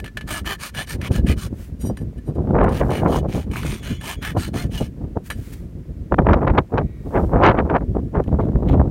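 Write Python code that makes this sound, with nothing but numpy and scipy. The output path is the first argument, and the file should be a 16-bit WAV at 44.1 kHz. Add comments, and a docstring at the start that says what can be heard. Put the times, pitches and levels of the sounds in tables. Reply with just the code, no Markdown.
"""A farrier files a horse's hoof outdoors, while wind rumbles on the microphone. After a few taps come
quick strokes of a steel rasp, its rows of teeth tearing horn while the blade rings. The blade taps and
sings as it leaves the hoof; a second run of strokes follows, and something calls faintly far off.
The tool is put away with a clack and a hand brushes off the shavings. The wind buffets harder, a fainter
call sounds, and at the end a knife pares the sole."""
import sys
import numpy as np
from scipy import signal
from scipy.fft import rfft, irfft, next_fast_len
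from scipy.io import wavfile
from scipy.ndimage import uniform_filter1d, minimum_filter1d

SR = 44100
rng = np.random.default_rng(int(sys.argv[2]) if len(sys.argv) > 2 else 0)


def put_to_file(sound):
    """Save the sound as 16-bit audio at rate SR, in the file named by the first command-line argument."""
    columns = np.atleast_2d(sound).T  # one column per channel
    safe = np.clip(columns, -1, 1)
    whole_steps = np.round(safe * 32767)
    wavfile.write(sys.argv[1], SR, whole_steps.astype(np.int16))


N = 392490

# Spectra of tearing fibres and of the driven horn. Each row: frequency in Hz, relative level in dB.
FIBRE_SPECTRUM = [(2060, -45), (3500, 1.5), (5510, -1.5), (6700, -0.5), (8050, -6), (8730, 3.5),
                  (10400, -10), (12800, -4.5), (14100, -15), (15800, -10)]
HORN_SPECTRUM = [(230, 10.5), (350, 7.5), (520, 5.5), (750, 7.5), (1200, 5.5), (2500, 5.5), (3400, 2),
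                 (4500, -15), (7000, -45)]
# Modes of the blade pressed on the hoof. Each row: frequency in Hz, bandwidth in Hz, gain in dB.
PRESSED_MODES = [(1233,56,-22.5), (1660,160,-15), (1736,14,-13.5), (2300,300,-12.5), (2950,74,-11.5),
                 (4105,92,-18), (5880,130,-30), (6500,100,-40), (8900,150,-25), (9230,110,-35)]
# Rasp strokes. Each row: start, hardest push and end in seconds; hiss, bite, blade ring and wall gain in
# dB; relative jitter of the tooth rate; top tooth rate in Hz; wall resonance at mid-stroke in Hz.
STROKES = [(0.262,0.328,.425,-34.5,-30,3.5,-3.5,.07,340,1230),
           (0.442,0.492,.568,-43.5,-28,7.5,-4,0.06,410,1050),
           (0.584,0.644,.715,-33.5,-35.5,2.5,0,0.04,590,1400), (0.733,0.796,.86,-39,-26,-1,-14,.05,590,740),
           (0.86,0.908,.97,-34.5,-35,-1.5,-9,0.05,480,1300),
           (1.0,1.071,1.093,-49,-26,-14,-2.5,0.12,590,2200),
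           (1.101,1.153,1.215,-40.5,-34.5,1,-16,.12,600,1420),
           (1.254,1.296,1.352,-40.5,-29.5,-1,-1,0.04,650,1980),
           (1.357,1.42,1.495,-39.5,-43,4.5,7,0.03,580,1400), (2.676,2.792,2.82,-46,-34.5,-4,4,0.17,450,650),
           (2.89,2.95,3.03,-50,-29,-2.5,-19,0.2,590,900), (3.066,3.163,3.215,-40,-38.5,1.5,2,0.2,450,900),
           (3.272,3.35,3.465,-46.5,-39.5,-6,6,0.27,400,696),
           (3.498,3.577,3.65,-42.5,-33.5,-7,-3.5,0.22,350,1000),
           (3.616,3.672,3.83,-38.5,-33,-12,-6,.3,350,1048), (3.815,3.851,4.0,-46.5,-37,4,-4,0,350,1557),
           (3.996,4.089,4.17,-36.5,-32,-2,3.5,.045,335,950),
           (4.21,4.25,4.345,-42.5,-28.5,-9,2.5,0,440,1770),
           (4.356,4.425,4.51,-37.5,-33,-3.5,-5,0.02,455,1450),
           (4.526,4.586,4.68,-41,-32,-1.5,0.5,0,715,1394), (4.7,4.76,4.9,-42,-41,4,-2,0.13,520,750)]
def rasp(slowest=.46, top_speed_at=.56, grip=.29, gate_depth=.33, tooth_share=.76, wall_width_hz=260):
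    """Forced vibration: tooth rows snap into horn and drive blade and hoof; their rate follows speed."""
    t = clock()
    hiss, bite, rows_per_s, wall_hz, blade_gain, wall_gain, uneven = np.zeros((7, N))
    for start, hardest, end, hiss_db, bite_db, blade_db, wall_db, jitter, top_hz, patch_hz in STROKES:
        on = slice(int(start * SR), int(end * SR))
        lean = np.sin(np.pi * np.interp(t[on], [start, hardest, end], [0, .5, 1])) ** 2
        push = np.tanh(grip * lean) / np.tanh(grip)   # the teeth skim, then sink in
        hiss[on] += from_db(hiss_db) * push ** .76
        bite[on] += from_db(bite_db) * push ** .72
        blade_gain[on], wall_gain[on], uneven[on] = from_db(blade_db), from_db(wall_db), jitter
        travel = (t[on] - start) / (end - start)
        rows_per_s[on] = top_hz * (slowest + (1 - slowest) * np.sin(np.pi / 2 * travel / top_speed_at))
        wall_hz[on] = patch_hz * np.exp(.097 * (travel - .5))   # rises as the contact travels
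    rows_passed = np.cumsum(rows_per_s * np.exp(uneven * drift(110))) / SR
    impulses = np.diff(np.floor(rows_passed), prepend=0) * np.sqrt(SR / np.maximum(rows_per_s, 1))
    snaps = tooth_cracks(impulses) * flicker(4.5, 320)   # no two rows cut equally deep
    gate = (1 + gate_depth * np.cos(2 * np.pi * rows_passed)) / np.sqrt(1 + gate_depth ** 2 / 2)
    tearing = gate * grains(spread_db=3)
    chatter = flicker(1.5, 70)   # the blade catches unevenly
    force = bite * chatter * (tooth_share * snaps + np.sqrt(1 - tooth_share ** 2) * tearing)
    clumps = sway(3, 160)
    fibres = hiss * chatter * clumps * (tearing + .5 * snaps)
    # pressure bends the modes, and the travelling contact feeds each now more, now less
    bend = 1 + .022 * np.tanh(drift(11.6))
    ring = sum(from_db(db) * glide(force * blade_gain * sway(5, 6.7), hz * bend, width)
               for hz, width, db in PRESSED_MODES)
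    hoof = colour(force, HORN_SPECTRUM) + glide(force * wall_gain, wall_hz, wall_width_hz)
    return from_db(-7) * hoof + ring + from_db(-4) * colour(blade_sheen(fibres), FIBRE_SPECTRUM)


def tooth_cracks(impulses, decay_s=.0015):
    """Convolution: each tooth row sets off a brief noise burst, whose colour changes with each stroke."""
    out, age = np.zeros(N), clock()[:SR // 300]
    for start, _, end, *_ in STROKES:
        on = slice(int(start * SR), int(end * SR))
        crack = rng.standard_normal(len(age)) * np.exp(-age / decay_s)
        out[on] = signal.lfilter(crack / np.linalg.norm(crack), [1], impulses[on])
    return out


def blade_sheen(x, width_hz=170, sheen_db=-5):
    """Modal coupling: high overtones flare and fade as the contact slides past their nodes."""
    overtones_hz = np.linspace(4600, 15000, num=22)
    flares = sum(resonate(x * flicker(7, 22), hz, width_hz) for hz in overtones_hz)
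    return (x + from_db(sheen_db) * flares / np.sqrt(len(overtones_hz))) / (1 + from_db(sheen_db) / 2)


# Steel touching hoof or tools. Each row: start in seconds, level in dB, time to fall 60 dB in seconds,
# free ring gain in dB, loss per bounce in dB.
STEEL_TAPS = [(.001,-25.5,0.014,-24,36), (0.043,-28,0.046,-32,3), (0.171,-23,0.06,-45,29),
              (.21,-30.5,0.048,-45,25), (1.971,-34.5,0.032,-12,11), (2.641,-31,.027,-30,30),
              (5.302,-23,0.075,-14,23), (8.239,-40,0.023,-22,20)]
def contacts(bounce_s=.017, landing_s=.015, landing_t60=.035, landing_ring_db=-17):
    """Inelastic impact: each tap rebounds twice, weaker each time; each stroke lands with one touch."""
    bounces = [(start + k * bounce_s, db - k * loss_db, t60, ring_db)
               for start, db, t60, ring_db, loss_db in STEEL_TAPS for k in range(3)]
    landings = [(start + landing_s, bite_db - 1.5, landing_t60, landing_ring_db)
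                for start, _, _, _, bite_db, *_ in STROKES]
    return bounces + landings


# Modes of the free blade. Each row: frequency in Hz, gain in dB, time to fall 60 dB in seconds.
FREE_MODES = [(3047,-4,0.18), (3900,-0.5,0.065), (4800,2,.14), (5800,3.5,0.049), (6900,1,0.05),
              (8300,3,0.054), (8600,6,0.087), (9400,-5,0.064), (9300,8,.03), (10650,-6,0.065),
              (11300,3,0.078), (12350,-7,.09), (13900,-3,.03)]
# The lifted blade slides on skin and leather. Each row: centre and half length in seconds, scuff level
# and free ring gain in dB.
BLADE_SLIDES = [(1.816,0.015,-60,12), (1.868,0.025,-58,11.5), (2.016,0.0079,-57,-6), (2.184,0.0096,-53,-13),
                (2.276,.02,-59.5,-3), (2.353,.007,-59,-5.5)]
# Spectrum of steel dabbed on horn. Each row: frequency in Hz, relative level in dB.
SCUFF_SPECTRUM = [(350, -6), (520, 1), (900, -6), (1500, -4), (3200, -6.5), (5000, -19.5), (10000, -21.5),
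                  (15500, -29)]
def blade_touches():
    """Damped resonance: a tap or slide sets the blade ringing, the more the freer it is held."""
    scuff, drive = np.zeros((2, N))
    for start, db, t60, ring_db in contacts():
        at = max(int(start * SR), 0)
        age = np.arange(min(SR // 4, N - at)) / SR
        fade = from_db(db - 60 * age / t60)
        scuff[at:at + len(fade)] += fade
        drive[at:at + len(fade)] += fade * from_db(ring_db)
    for centre, half_s, db, ring_db in BLADE_SLIDES:
        slide = from_db(db) * bell_curve((clock() - centre) / half_s)
        scuff += slide
        drive += slide * from_db(ring_db)
    crunch = grains(spread_db=2.5)
    scuff, drive = scuff * crunch, drive * crunch
    free = sum(from_db(db) * resonate(drive, hz, np.log(1000) / np.pi / t60)
               for hz, db, t60 in FREE_MODES)
    held = sum(from_db(db) * resonate(scuff, hz, width) for hz, width, db in PRESSED_MODES)
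    ping = resonate(scuff, hz=1740, width_hz=36)   # one mode that the grip hardly damps
    ring = from_db(-8) * free + from_db(-4) * held + from_db(-9) * ping
    return ring + from_db(-5) * colour(scuff, SCUFF_SPECTRUM)


# Blunt knocks of the rasp: on the hoof, and the clack as it is put away.
# Each row: start in seconds, level in dB.
RASP_KNOCKS = [(0.446,-32), (1.973,-32), (3.537,-29), (3.558,-17.5), (3.633,-24), (3.661,-25),
               (5.304,-22.5), (5.311,-20)]
# Hoof wall modes, also used for the clack. Each row: frequency in Hz, gain in dB, time to fall 60 dB
# in seconds.
KNOCK_MODES = [(915,-6,0.0076), (1200,-2,0.016), (1550,-2,0.014), (2040,-7.5,0.015), (2850,-20,.009)]
def blunt_knocks():
    """Impulse response: a blunt contact rings a few heavily damped modes."""
    out, age = np.zeros(N), clock()[:SR // 20]
    for start, db in RASP_KNOCKS:
        at = int(start * SR)
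        for k, (hz, mode_db, t60) in enumerate(KNOCK_MODES):
            tone = (-1) ** k * np.sin(2 * np.pi * hz * rng.uniform(.94, 1.06) * age)
            out[at:at + len(age)] += from_db(db + mode_db - 60 * age / t60) * tone
    return out


# Soft rubs and hisses of a hand or the sliding blade. Each row: centre and half length in seconds,
# level in dB.
SOFT_RUBS = [(1.622, 0.063, -50.5), (1.822, 0.02, -49.5), (1.868, 0.023, -55), (2.867, 0.13, -56),
             (3.04, 0.14, -58), (5.269, 0.023, -46.5), (5.476, 0.13, -50.5), (5.536, 0.0092, -44),
             (7.188, 0.16, -57)]
# Their spectrum. Each row: frequency in Hz, relative level in dB.
RUB_SPECTRUM = [(500, -6), (1800, 5), (4000, -3), (9000, -2.5), (15500, -3.5)]
def rubbing():
    """Sliding friction: a hand or the blade gives a soft, fine-grained hiss."""
    return swishes(SOFT_RUBS, RUB_SPECTRUM, spread_db=2.5)


# Knife cuts in the sole. 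Each row: centre and half length in seconds, level in dB.
KNIFE_CUTS = [(8.277, 0.0039, -53), (8.412, 0.013, -49.5), (8.452, 0.0045, -52.5), (8.69, 0.0099, -39.5),
              (8.727, 0.023, -46)]
# Their spectrum. Each row: frequency in Hz, relative level in dB.
CUT_SPECTRUM = [(900, -3), (2200, 4), (3900, -2), (4900, -18), (7000, -14.5), (10500, -31), (12500, -17),
                (15000, -24.5)]
def knife_paring():
    """Fracture: horn parts under the knife in tiny breaks of very uneven size."""
    return swishes(KNIFE_CUTS, CUT_SPECTRUM, spread_db=6.5)


# Steady flow over the microphone. Each row: time in seconds, level in dB.
BREEZE_LEVELS = [(0.0, -39.5), (0.5, -34), (0.62, -42), (0.86, -40), (1.29, -23.5), (1.58, -34.5),
                 (2.2, -35.5), (2.6, -28), (3.2, -31.5), (3.5, -31), (3.93, -37.5), (4.0, -36.5),
                 (4.15, -33), (4.75, -30), (4.92, -40.5), (5.4, -32), (5.95, -36.5), (6.32, -20.5),
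                 (6.68, -41.5), (6.86, -30.5), (7.04, -40.5), (7.31, -26.5), (7.98, -28.5), (8.25, -30.5),
                 (8.5, -24), (8.9, -23.5)]
# Gusts on the microphone. Each row: peak time and half length in seconds, spectral reach in Hz,
# level in dB, thump level in dB.
GUSTS = [(0.978,0.083,158,-24.5,-29), (1.11,0.01,170,-13,-29), (1.15,0.014,110,-21.5,-21.5),
         (1.186,0.014,151,-15.5,-39), (1.294,0.012,150,-12,-20), (1.529,0.015,121,-22.5,-34),
         (1.844,0.02,149,-15,-25), (1.899,0.02,170,-16.5,-25), (2.014,0.022,130,-20.5,-23),
         (2.166,0.0085,129,-33,-24), (2.292,0.023,186,-17.5,-43), (2.397,0.047,195,-18,-33),
         (2.506,0.048,224,-15,-37), (2.551,0.022,444,-14,-20), (2.623,0.071,613,-15.5,-17),
         (2.721,.035,299,-22,-36), (2.818,0.025,524,-16.5,-19), (2.914,0.071,337,-20,-39),
         (3.022,.006,500,-22,-27), (3.074,0.077,440,-15,-29), (3.166,0.021,590,-20,-14),
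         (3.25,0.038,240,-21.5,-42), (3.361,0.027,270,-18,-25), (3.488,0.023,134,-19,-29),
         (3.654,0.024,182,-21.5,-27.5), (3.899,0.033,80.64,-27,-21.5), (4.352,0.0042,330,-17.5,-36),
         (4.369,0.01,432,-15.5,-14), (4.479,0.015,149.6,-19.5,-38), (4.553,0.015,304.2,-20.5,-37.5),
         (4.649,0.013,195.6,-17,-23.5), (4.815,0.011,351.6,-15.5,-19.5), (5.018,0.043,180,-23,-26.5),
         (5.167,0.013,303,-16.5,-40), (6.126,0.011,450,-10,-19), (6.144,0.0026,940,-15,-37),
         (6.189,0.0054,675,-7.5,-10), (6.203,0.018,347,-14.5,-22), (6.268,0.0031,860,-10.5,-21),
         (6.292,0.032,670,-13,-9), (6.337,0.011,1380,-17,-13.5), (6.371,0.017,590,-17.5,-25),
         (6.431,0.024,554,-17,-19.5), (6.475,0.0089,910,-14,-25), (6.5,0.021,530,-20.5,-12),
         (6.557,0.021,480,-18.5,-24), (6.584,0.011,860,-12,-16.5), (6.74,0.016,460,-14,-19),
         (6.781,0.014,970,-19,-21), (6.803,0.019,377,-20,-37), (7.065,0.015,287,-21,-22.5),
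         (7.166,0.034,615,-15.5,-24), (7.223,0.042,313,-21.5,-16), (7.344,0.017,580,-12,-17),
         (7.375,0.094,496,-17.5,-26), (7.451,0.035,1060,-9.5,-21), (7.49,0.02,1020,-10.5,-18),
         (7.549,.02,563,-20.5,-32), (7.59,0.024,800,-16.5,-35), (7.662,0.025,354,-21.5,-27),
         (7.714,0.022,655,-16,-32), (7.748,0.017,720,-11.5,-37), (7.817,0.018,342,-22,-28),
         (7.965,0.021,300,-17.5,-22), (8.165,0.028,584,-20,-17.5), (8.199,0.01,418,-15,-31),
         (8.327,0.029,260,-19.5,-14.5), (8.397,0.013,433,-14,-31), (8.437,0.078,222,-18,-39),
         (8.558,0.0026,690,-18,-37), (8.652,0.12,223,-19.5,-37.5), (8.736,0.056,302,-14,-14),
         (8.797,0.012,520,-13.5,-13), (8.816,0.0015,705,-2,-22), (8.861,0.018,300,-21.5,-37)]
def airflow(eddy_db=-5, swing_db=5, eddy_reach_hz=117, brightening=.11):
    """Incoherent addition: eddies and gusts sum in power; their spectral reach is a weighted mean."""
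    t = clock()[::20]
    breeze_db = np.interp(t, *np.transpose(BREEZE_LEVELS))
    power = from_db(breeze_db + eddy_db + swing_db * drift(15)[::20]) ** 2
    weighted_reach = power * eddy_reach_hz
    for peak, half_s, reach_hz, db, _ in GUSTS:
        swell = gust_swell((t - peak) / half_s)
        gust_power = (from_db(db) * swell) ** 2
        power += gust_power
        weighted_reach += gust_power * reach_hz * swell ** brightening
    return np.interp(clock(), t, power), np.interp(clock(), t, weighted_reach / power)


def gust_swell(age, skew=1.275, squareness=1.55):
    """Skewed envelope: a gust builds faster than it leaves; age is in half lengths from its peak."""
    distance = np.abs(age * np.where(age < 0, skew, 1 / skew))
    core = np.exp(-np.minimum(distance ** squareness, 20))
    skirt = from_db(-20) * bell_curve(distance / 2.93)
    return np.maximum(core, skirt)


def wind_buffets(steepness=1.127, port_hz=900, port_db=4.5):
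    """Turbulence: faster air reaches higher frequencies, and small eddies make it surge and sputter."""
    power, reach_hz = airflow()
    sputter = unit_power(drift(171) + .52 * drift(45))
    reach_hz = (reach_hz + 30) * np.exp(.17 * sputter)
    level = np.sqrt(power * SR / reach_hz) * unit_power(from_db(2 * sputter))
    white, out = rng.standard_normal((2, N)), 0
    edges_hz = np.geomspace(55, 10000, num=19)
    for k, (low, high) in enumerate(zip(edges_hz, edges_hz[1:])):
        band = signal.sosfilt(signal.butter(2, [low, high], "band", fs=SR, output="sos"), white[k % 2])
        band = signal.sosfilt(signal.butter(4, 1.2 * high, fs=SR, output="sos"), band)
        hz = np.sqrt(low * high)
        port = from_db(port_db * np.exp(-np.log2(hz / port_hz) ** 2 / 2))   # hollow microphone opening
        out += port * band * np.exp(-(hz / reach_hz) ** steepness)
    return level * out


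# Spectrum of slow turbulence. Each row: frequency in Hz, relative level in dB.
RUMBLE_SPECTRUM = [(20, -40), (32, -22.5), (45, 2.5), (65, 2), (100, -4.5), (160, -6), (260, -12.5),
                   (400, -21), (700, -36), (1200, -99)]
def wind_rumble(waver_db=4, wake_lag_s=.012, wake_spread_s=.0055):
    """Pressure fluctuation at the microphone: it wavers with the breeze and thumps in each gust's wake."""
    t = clock()[::20]
    breeze_db = np.interp(t, *np.transpose(BREEZE_LEVELS))
    power = from_db(breeze_db + 1 + waver_db * drift(9)[::20]) ** 2
    for peak, half_s, *_, thump_db in GUSTS:
        wake = gust_swell((t - peak - wake_lag_s) / (half_s + wake_spread_s))
        power += (from_db(thump_db) * wake) ** 2
    flow = colour(rng.standard_normal(N), RUMBLE_SPECTRUM)
    even_flow = flow / np.sqrt(uniform_filter1d(flow ** 2, size=3000))
    fluttering = unit_power(even_flow * sway(3, 28))
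    return fluttering * np.sqrt(np.interp(clock(), t, power))


# Far calls. Each row: start and end in seconds, first and last pitch in Hz, level and hoarseness in dB.
CALLS = [(3.552, 4.352, 3462, 3300, -51, -6), (6.72, 7.148, 1950, 1860, -63, -3)]
def far_calls(waver=.015, overtone_db=-9.5, hoarse_hz=2230, width_hz=350):
    """Frequency modulation: a thin note and its octave waver and sink over a band of hoarse noise."""
    out = np.zeros(N)
    for start, end, first_hz, last_hz, db, hoarse_db in CALLS:
        progress = np.clip((clock() - start) / (end - start), 0, 1)
        hz = (first_hz + (last_hz - first_hz) * progress) * (1 + waver * drift(120))
        phase = 2 * np.pi * np.cumsum(hz) / SR
        tone = np.sin(phase) + from_db(overtone_db) * np.sin(2 * phase)
        band = resonate(rng.standard_normal(N), hoarse_hz, width_hz)
        hoarse = unit_power(resonate(band, hoarse_hz, width_hz))
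        out += from_db(db) * np.sin(np.pi * progress) * (tone + from_db(hoarse_db) * hoarse)
    return out


# Spectrum of the open yard. Each row: frequency in Hz, relative level in dB.
YARD_SPECTRUM = [(530, -31), (900, 0.5), (1190, -2), (1830, -2), (2780, -7), (3250, -9.5), (11400, -16.5),
                 (15800, -17)]
def yard_air(level_db=-62.5):
    """Stationary noise: the faint, even hiss of the open air."""
    return from_db(level_db) * colour(rng.standard_normal(N), YARD_SPECTRUM)


def from_db(db):
    """Decibels to amplitude ratio."""
    return 10 ** (np.asarray(db) / 20)


def unit_power(x):
    """Normalisation to a mean square of 1."""
    return x / np.sqrt(np.mean(x ** 2) + 1e-20)


def clock():
    """Sample times in seconds."""
    return np.arange(N) / SR


def bell_curve(x):
    """Gaussian envelope with a peak of 1."""
    return np.exp(-np.minimum(x ** 2, 20))


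def drift(rate_hz):
    """Low-passed noise: a random wander of spread 1."""
    pole = np.exp(-40 * np.pi * rate_hz / SR)
    white = rng.standard_normal(N // 20 + 2002)
    slow = signal.lfilter([1], [1, -2 * pole, pole * pole], white)[2000:]
    return np.interp(np.arange(N) / 20, np.arange(len(slow)), unit_power(slow))


def flicker(spread_db, rate_hz):
    """Log-normal modulation: a random gain of unit power."""
    return unit_power(from_db(spread_db * drift(rate_hz)))


def sway(depth_db, rate_hz):
    """Bounded modulation: a random gain of unit power with softly limited swings."""
    return unit_power(from_db(depth_db * np.tanh(drift(rate_hz))))


def grains(spread_db):
    """Amplitude-modulated noise: the white crunch of tiny, uneven fractures."""
    return unit_power(rng.standard_normal(N) * flicker(spread_db, 1500))


def swishes(table, spectrum, spread_db):
    """Source and filter: grainy noise swells and fades, shaped by a spectrum."""
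    t = clock()
    swell = sum(from_db(db) * bell_curve((t - centre) / half_s) for centre, half_s, db in table)
    return colour(swell * grains(spread_db), spectrum)


def colour(x, spectrum):
    """Spectral shaping, with a steep fall below the first row; white noise keeps its power."""
    hz, db = np.transpose(spectrum)
    size = next_fast_len(N + SR // 4)
    bins_hz = np.maximum(np.arange(size // 2 + 1) * SR / size, 1)
    gain = from_db(np.interp(np.log(bins_hz), np.log(hz), db))
    gain /= np.sqrt(1 + (hz[0] / bins_hz) ** 8)
    return irfft(rfft(x, size) * unit_power(gain), size)[:N]


def resonate(x, hz, width_hz):
    """Two-pole resonance; white noise keeps its power."""
    radius = np.exp(-np.pi * width_hz / SR)
    feedback = [1, -2 * radius * np.cos(2 * np.pi * hz / SR), radius ** 2]
    return np.sqrt((1 - radius ** 2) / 2) * signal.lfilter([1, 0, -1], feedback, x + 1e-18)


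def glide(x, hz, width_hz):
    """Time-varying resonance, sounding only while it is driven; white noise keeps its power."""
    on, out = x != 0, np.zeros(N)
    carrier = np.exp(2j * np.pi * np.cumsum(hz[on]) / SR)
    radius = np.exp(-np.pi * width_hz / SR)
    envelope = signal.lfilter([1], [1, -radius], x[on] / carrier)
    out[on] = np.sqrt(2 * (1 - radius ** 2)) * np.real(carrier * envelope)
    return out


def scene():
    """Superposition in a free field: all sources add in one channel, with no echo."""
    air = yard_air()
    farrier = rasp() + blade_touches() + blunt_knocks() + rubbing() + knife_paring()
    return (farrier + wind_buffets() + wind_rumble() + far_calls() + air)[None]


def record(dry, ceiling=.71, cutoff_hz=15850):
    """Peak limiting holds down the strongest gusts; a steep low-pass cuts the top."""
    allowed = np.minimum(1, ceiling / (np.abs(dry) + 1e-9))
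    gain = uniform_filter1d(minimum_filter1d(allowed, size=45), size=45)
    return signal.sosfilt(signal.ellip(12, .1, 90, cutoff_hz, fs=SR, output="sos"), dry * gain)


dry = scene()
out = record(dry)
put_to_file(out)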